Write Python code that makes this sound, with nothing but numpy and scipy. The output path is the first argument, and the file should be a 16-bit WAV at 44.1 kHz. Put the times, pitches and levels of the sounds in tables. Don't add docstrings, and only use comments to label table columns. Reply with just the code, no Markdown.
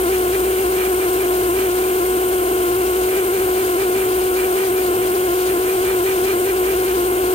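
import sys
import numpy as np
from scipy import signal
from scipy.fft import rfft, irfft
from scipy.io import wavfile
from scipy.ndimage import uniform_filter1d

SR = 44100
rng = np.random.default_rng(int(sys.argv[2]) if len(sys.argv) > 2 else 0)


def wav_record(signal):
    frames = np.transpose(np.atleast_2d(signal))
    bounded = np.clip(frames, -1, 1)
    quanta = np.round(bounded * 32767).astype(np.int16)
    wavfile.write(sys.argv[1], SR, quanta)


N = 323694
TIME = np.arange(N) / SR
FREQ = np.maximum(np.arange(N // 2 + 1) * SR / N, 1)


# mid t/s, duration/s, force level/dB, rise in stroke rate/Hz
DABS = [(0.141, 0.0546, 5.5, 12.01), (0.346, 0.05464, 5.5, 14), (0.552, 0.24, -0.5, 7.9),
        (0.816, 0.13, 7, 5.9), (1.031, 0.067, 5, 7.8), (1.218, 0.077, 3, 10.8), (1.61, 0.137, 5.5, 9.8),
        (1.851, 0.19, -3, 1.96), (3.155, 0.15, 5, 10.9), (3.384, 0.12, 2.5, 10.2), (3.594, 0.093, 1, 6.24),
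        (3.82, 0.073, 6, 17), (4.002, 0.13, 4.6, 9.8), (4.203, 0.17, -3, 3.2), (4.41, 0.099, 6.5, 5.74),
        (4.611, 0.11, 6.5, 14), (4.786, 0.097, 3, 4.6), (5.028, 0.041, 5, 4), (5.195, 0.1, -4, 2),
        (5.501, 0.056, 3, 7.1), (5.693, 0.092, 4.5, 7), (5.888, 0.092, 7.5, 10), (6.089, 0.084, 7.5, 16),
        (6.291, 0.086, 7.5, 15), (6.487, 0.072, 4.5, 14.8), (6.689, 0.12, 4.5, 10), (6.889, 0.079, 2, 5.4)]

def piston(stroke_hz=366.5, sag_hz=13, spread=.031, settle_s=.11):
    rebound_hz = sum(rise * touch(t, duration) for t, duration, _, rise in DABS)
    hz = stroke_hz + rebound_hz - sag_hz * lifted()
    jitter = walk(190)
    jitter -= uniform_filter1d(jitter, int(settle_s * SR))
    return np.cumsum(hz * (1 + spread * jitter)) / SR


def pressure():
    return sum(undb(db) * touch(t, duration) for t, duration, db, _ in DABS)


# mid t/s, duration/s
LIFTS = [(0.068, 0.035), (0.248, 0.039), (1.078, 0.0411), (1.286, 0.04086), (1.5, 0.072), (1.704, 0.052),
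         (2.019, 0.031), (2.678, 0.1), (3.75, 0.05), (4.91, 0.039), (5.302, 0.071), (5.55, 0.051),
         (6.01, 0.04), (6.359, 0.049), (7.02, 0.053)]

def lifted():
    return sum(touch(t, duration) for t, duration in LIFTS)


# harmonic number, left level/dB, right level/dB
PUFF_HARMONICS = [(1, -18, -19), (2, -34, -31.5), (3, -37, -38.5), (4, -36.5, -42.5)]
# f/Hz, spectrum level/dB
RUSH_SPECTRUM = [(100, -77.5), (190, -63), (300, -60.5), (440, -54.5), (560, -62.5), (700, -60.5),
                 (880, -63.5), (1200, -72), (2000, -81), (4000, -101)]
# f/Hz, bandwidth/Hz, gain/dB
NOSE_CAVITIES = [(674, 41, 4.5), (1023, 59, 11), (1420, 59, 2.5)]

def puffs(strokes):
    tone, mean_hz = 0, strokes[-1] * SR / N
    blunt_db = -.8 * pressure()
    for order, left, right in PUFF_HARMONICS:
        tip = order > 1
        flutter_db = blunt_db + .75 * walk(110) if tip else .13 * walk(90)
        slip = tip * .16 * walk(120)
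        angle = 2 * np.pi * order * strokes + slip + stereo_phase(order * mean_hz)
        tone += undb([[left], [right]]) * unit(np.cos(angle) * undb(flutter_db))
    rush = radiate(lambda: pulsed_noise(strokes, at=0, depth_db=1), slope(RUSH_SPECTRUM), coherence=.95)
    boost_db = sum(db * abs(resonance(hz, width)) for hz, width, db in NOSE_CAVITIES)
    return irfft(rfft(tone + rush) * undb(boost_db), N)


# f/Hz, bandwidth/Hz, left and right spectrum level/dB
PORT_MODES = [(6560, 720, -74.5, -76), (7570, 260, -72.5, -75), (8350, 490, -61, -96),
              (9500, 430, -64.5, -65.5), (10630, 610, -62, -65.5), (11850, 1800, -71.5, -69.5),
              (13470, 520, -61.5, -89), (14200, 500, -63, -68), (15400, 580, -65, -79)]
# t/s, relative level/dB
JET_ENVELOPE = [(0.0, 0.1), (2.3, 0), (3.1, -0.2), (7.34, -0.6)]
# f/Hz, left and right spectrum level/dB
HISS_SPECTRUM = [(1500, -75, -75.5), (2980, -75.5, -75.5), (4100, -70.5, -75.5), (5660, -73, -91),
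                 (7060, -71.5, -91), (8200, -83, -100), (9550, -78, -81), (11800, -79, -86),
                 (16000, -76, -82)]

def exhaust(strokes):
    jet = radiate(lambda: pulsed_noise(strokes, at=.44, depth_db=3.4), modes(PORT_MODES), coherence=.85)
    jet *= undb(np.interp(TIME, *np.transpose(JET_ENVELOPE)))
    hiss = radiate(lambda: rng.standard_normal(N), slope(HISS_SPECTRUM), coherence=.23)
    hiss *= undb(1.37 * walk(45))
    return (jet + hiss) * undb(.47 * walk(140))


# f/Hz, bandwidth/Hz, left and right spectrum level/dB
BODY_MODES = [(1346, 91, -59, -66), (1620, 89, -70, -66), (1684, 93, -61, -65.5), (2106, 93, -64.5, -57.5),
              (2347, 120, -73, -64), (2757, 405, -66, -66), (3155, 380, -69, -69.5)]

def body(strokes):
    def knocks():
        noise = unit(pulsed_noise(strokes, at=0, depth_db=.5))
        return impacts(strokes, at=.939, scatter_db=1.5) + 1.46 * noise
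    return radiate(knocks, modes(BODY_MODES), coherence=.9)


# f/Hz, bandwidth/Hz, left and right spectrum level/dB
SLAB_MODES = [(934, 170, -67, -67.5), (1250, 130, -60.5, -65.5), (1572, 68, -63, -67.5),
              (1743, 89, -64, -66.5), (1983, 130, -76, -64), (2366, 102, -63.5, -57.5),
              (2870, 89, -80, -67.5), (3410, 450, -84, -75.5), (4190, 140, -80, -73),
              (5800, 1800, -86, -87)]

def needle(strokes, graze_db=-12.5, lift_db=-5):
    graze = undb(graze_db + lift_db * lifted() + 2.9 * walk(22))
    force = np.hypot(pressure(), graze)

    def chips():
        noise = unit(pulsed_noise(strokes, at=.94, depth_db=6.5))
        return impacts(strokes, at=.799, scatter_db=3.5) + 1.27 * noise
    return 1.006 * force * radiate(chips, modes(SLAB_MODES), coherence=.71)


# f/Hz, linewidth/Hz, relative level/dB
HUM_LINES = [(58.95, 2.6, 0.5), (112, 8.55, -10)]
# t/s, level/dB
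HUM_ENVELOPE = [(0.0, -36.5), (2.2, -42), (4.5, -44), (6.1, -44), (7.34, -40.5)]
# f/Hz, spectrum level/dB
RUMBLE_SPECTRUM = [(20, -81), (32, -91), (43, -63), (60, -60), (80, -66), (110, -57), (145, -79),
                   (300, -68.5), (1000, -102)]

def workshop():
    swell_db = np.interp(TIME, *np.transpose(HUM_ENVELOPE))
    hum = sum(drone(hz, width, db + swell_db) for hz, width, db in HUM_LINES)
    rumble = radiate(lambda: rng.standard_normal(N), slope(RUMBLE_SPECTRUM), coherence=.94)
    whine = drone(hz=475.3, width=4.993, db=-40)
    return (hum + whine + rumble) * undb([[.6], [-.6]])


def drone(hz, width, db):
    drift = np.cumsum(width / 2 * walk(14)) / SR
    return undb(db) * unit(np.sin(2 * np.pi * (hz * TIME + drift)) * undb(.9 * walk(10)))


# f/Hz, phase/rad
PHASE_LEAD = [(60, -0.0), (367, 0.4), (734, 1.8), (1100, 2.4), (1850, 2.4), (2400, 4.7), (3000, 5.9),
              (6200, 10.7), (7400, 12.6), (9300, 19.5), (10200, 21.4), (13100, 25.0), (14000, 25.1),
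              (15200, 28.6)]

def stereo_phase(hz):
    return np.interp(hz, *np.transpose(PHASE_LEAD)) * np.array([[.5], [-.5]])


def radiate(drive, gain, coherence):
    direct = rfft(unit(drive())) * np.exp(1j * stereo_phase(FREQ))
    scattered = rfft([unit(drive()), unit(drive())])
    spectrum = np.sqrt(coherence) * direct + np.sqrt(1 - coherence) * scattered
    return irfft(spectrum * gain, N) * np.sqrt(SR / 2)


def pulsed_noise(strokes, at, depth_db):
    return rng.standard_normal(N) * undb(depth_db * np.cos(2 * np.pi * (strokes - at)))


def impacts(strokes, at, scatter_db):
    hits = np.flatnonzero(np.diff(np.floor(strokes - at)) > 0)
    clicks = np.zeros(N)
    clicks[hits] = undb(scatter_db * rng.standard_normal(len(hits)))
    return unit(clicks)


def modes(table):
    return np.sqrt(sum(abs(undb([[left], [right]]) * resonance(hz, width)) ** 2
                       for hz, width, left, right in table))


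def resonance(hz, width):
    detune = (FREQ / hz - hz / FREQ) * hz / width * np.sqrt(np.sqrt(2) - 1)
    return 1 / (1 + 1j * detune) ** 2


def slope(points):
    hz, *columns = np.transpose(points)
    return undb([np.interp(np.log(FREQ), np.log(hz), db) for db in columns])


def touch(t, duration):
    return np.exp(-abs(2 * (TIME - t) / duration) ** 3)


def walk(rate):
    knots = rng.standard_normal(int(N / SR * rate) + 2)
    return unit(np.interp(TIME * rate, np.arange(len(knots)), knots))


def undb(db):
    return 10 ** (np.asarray(db) / 20)


def unit(x):
    return x / np.sqrt(np.mean(x ** 2))


def scene():
    strokes = piston()
    return puffs(strokes) + exhaust(strokes) + body(strokes) + needle(strokes) + workshop()


def record(dry, cutoff_hz=15850):
    return signal.sosfilt(signal.ellip(12, .1, 80, cutoff_hz, fs=SR, output="sos"), dry)


dry = scene()
out = record(dry)
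wav_record(out)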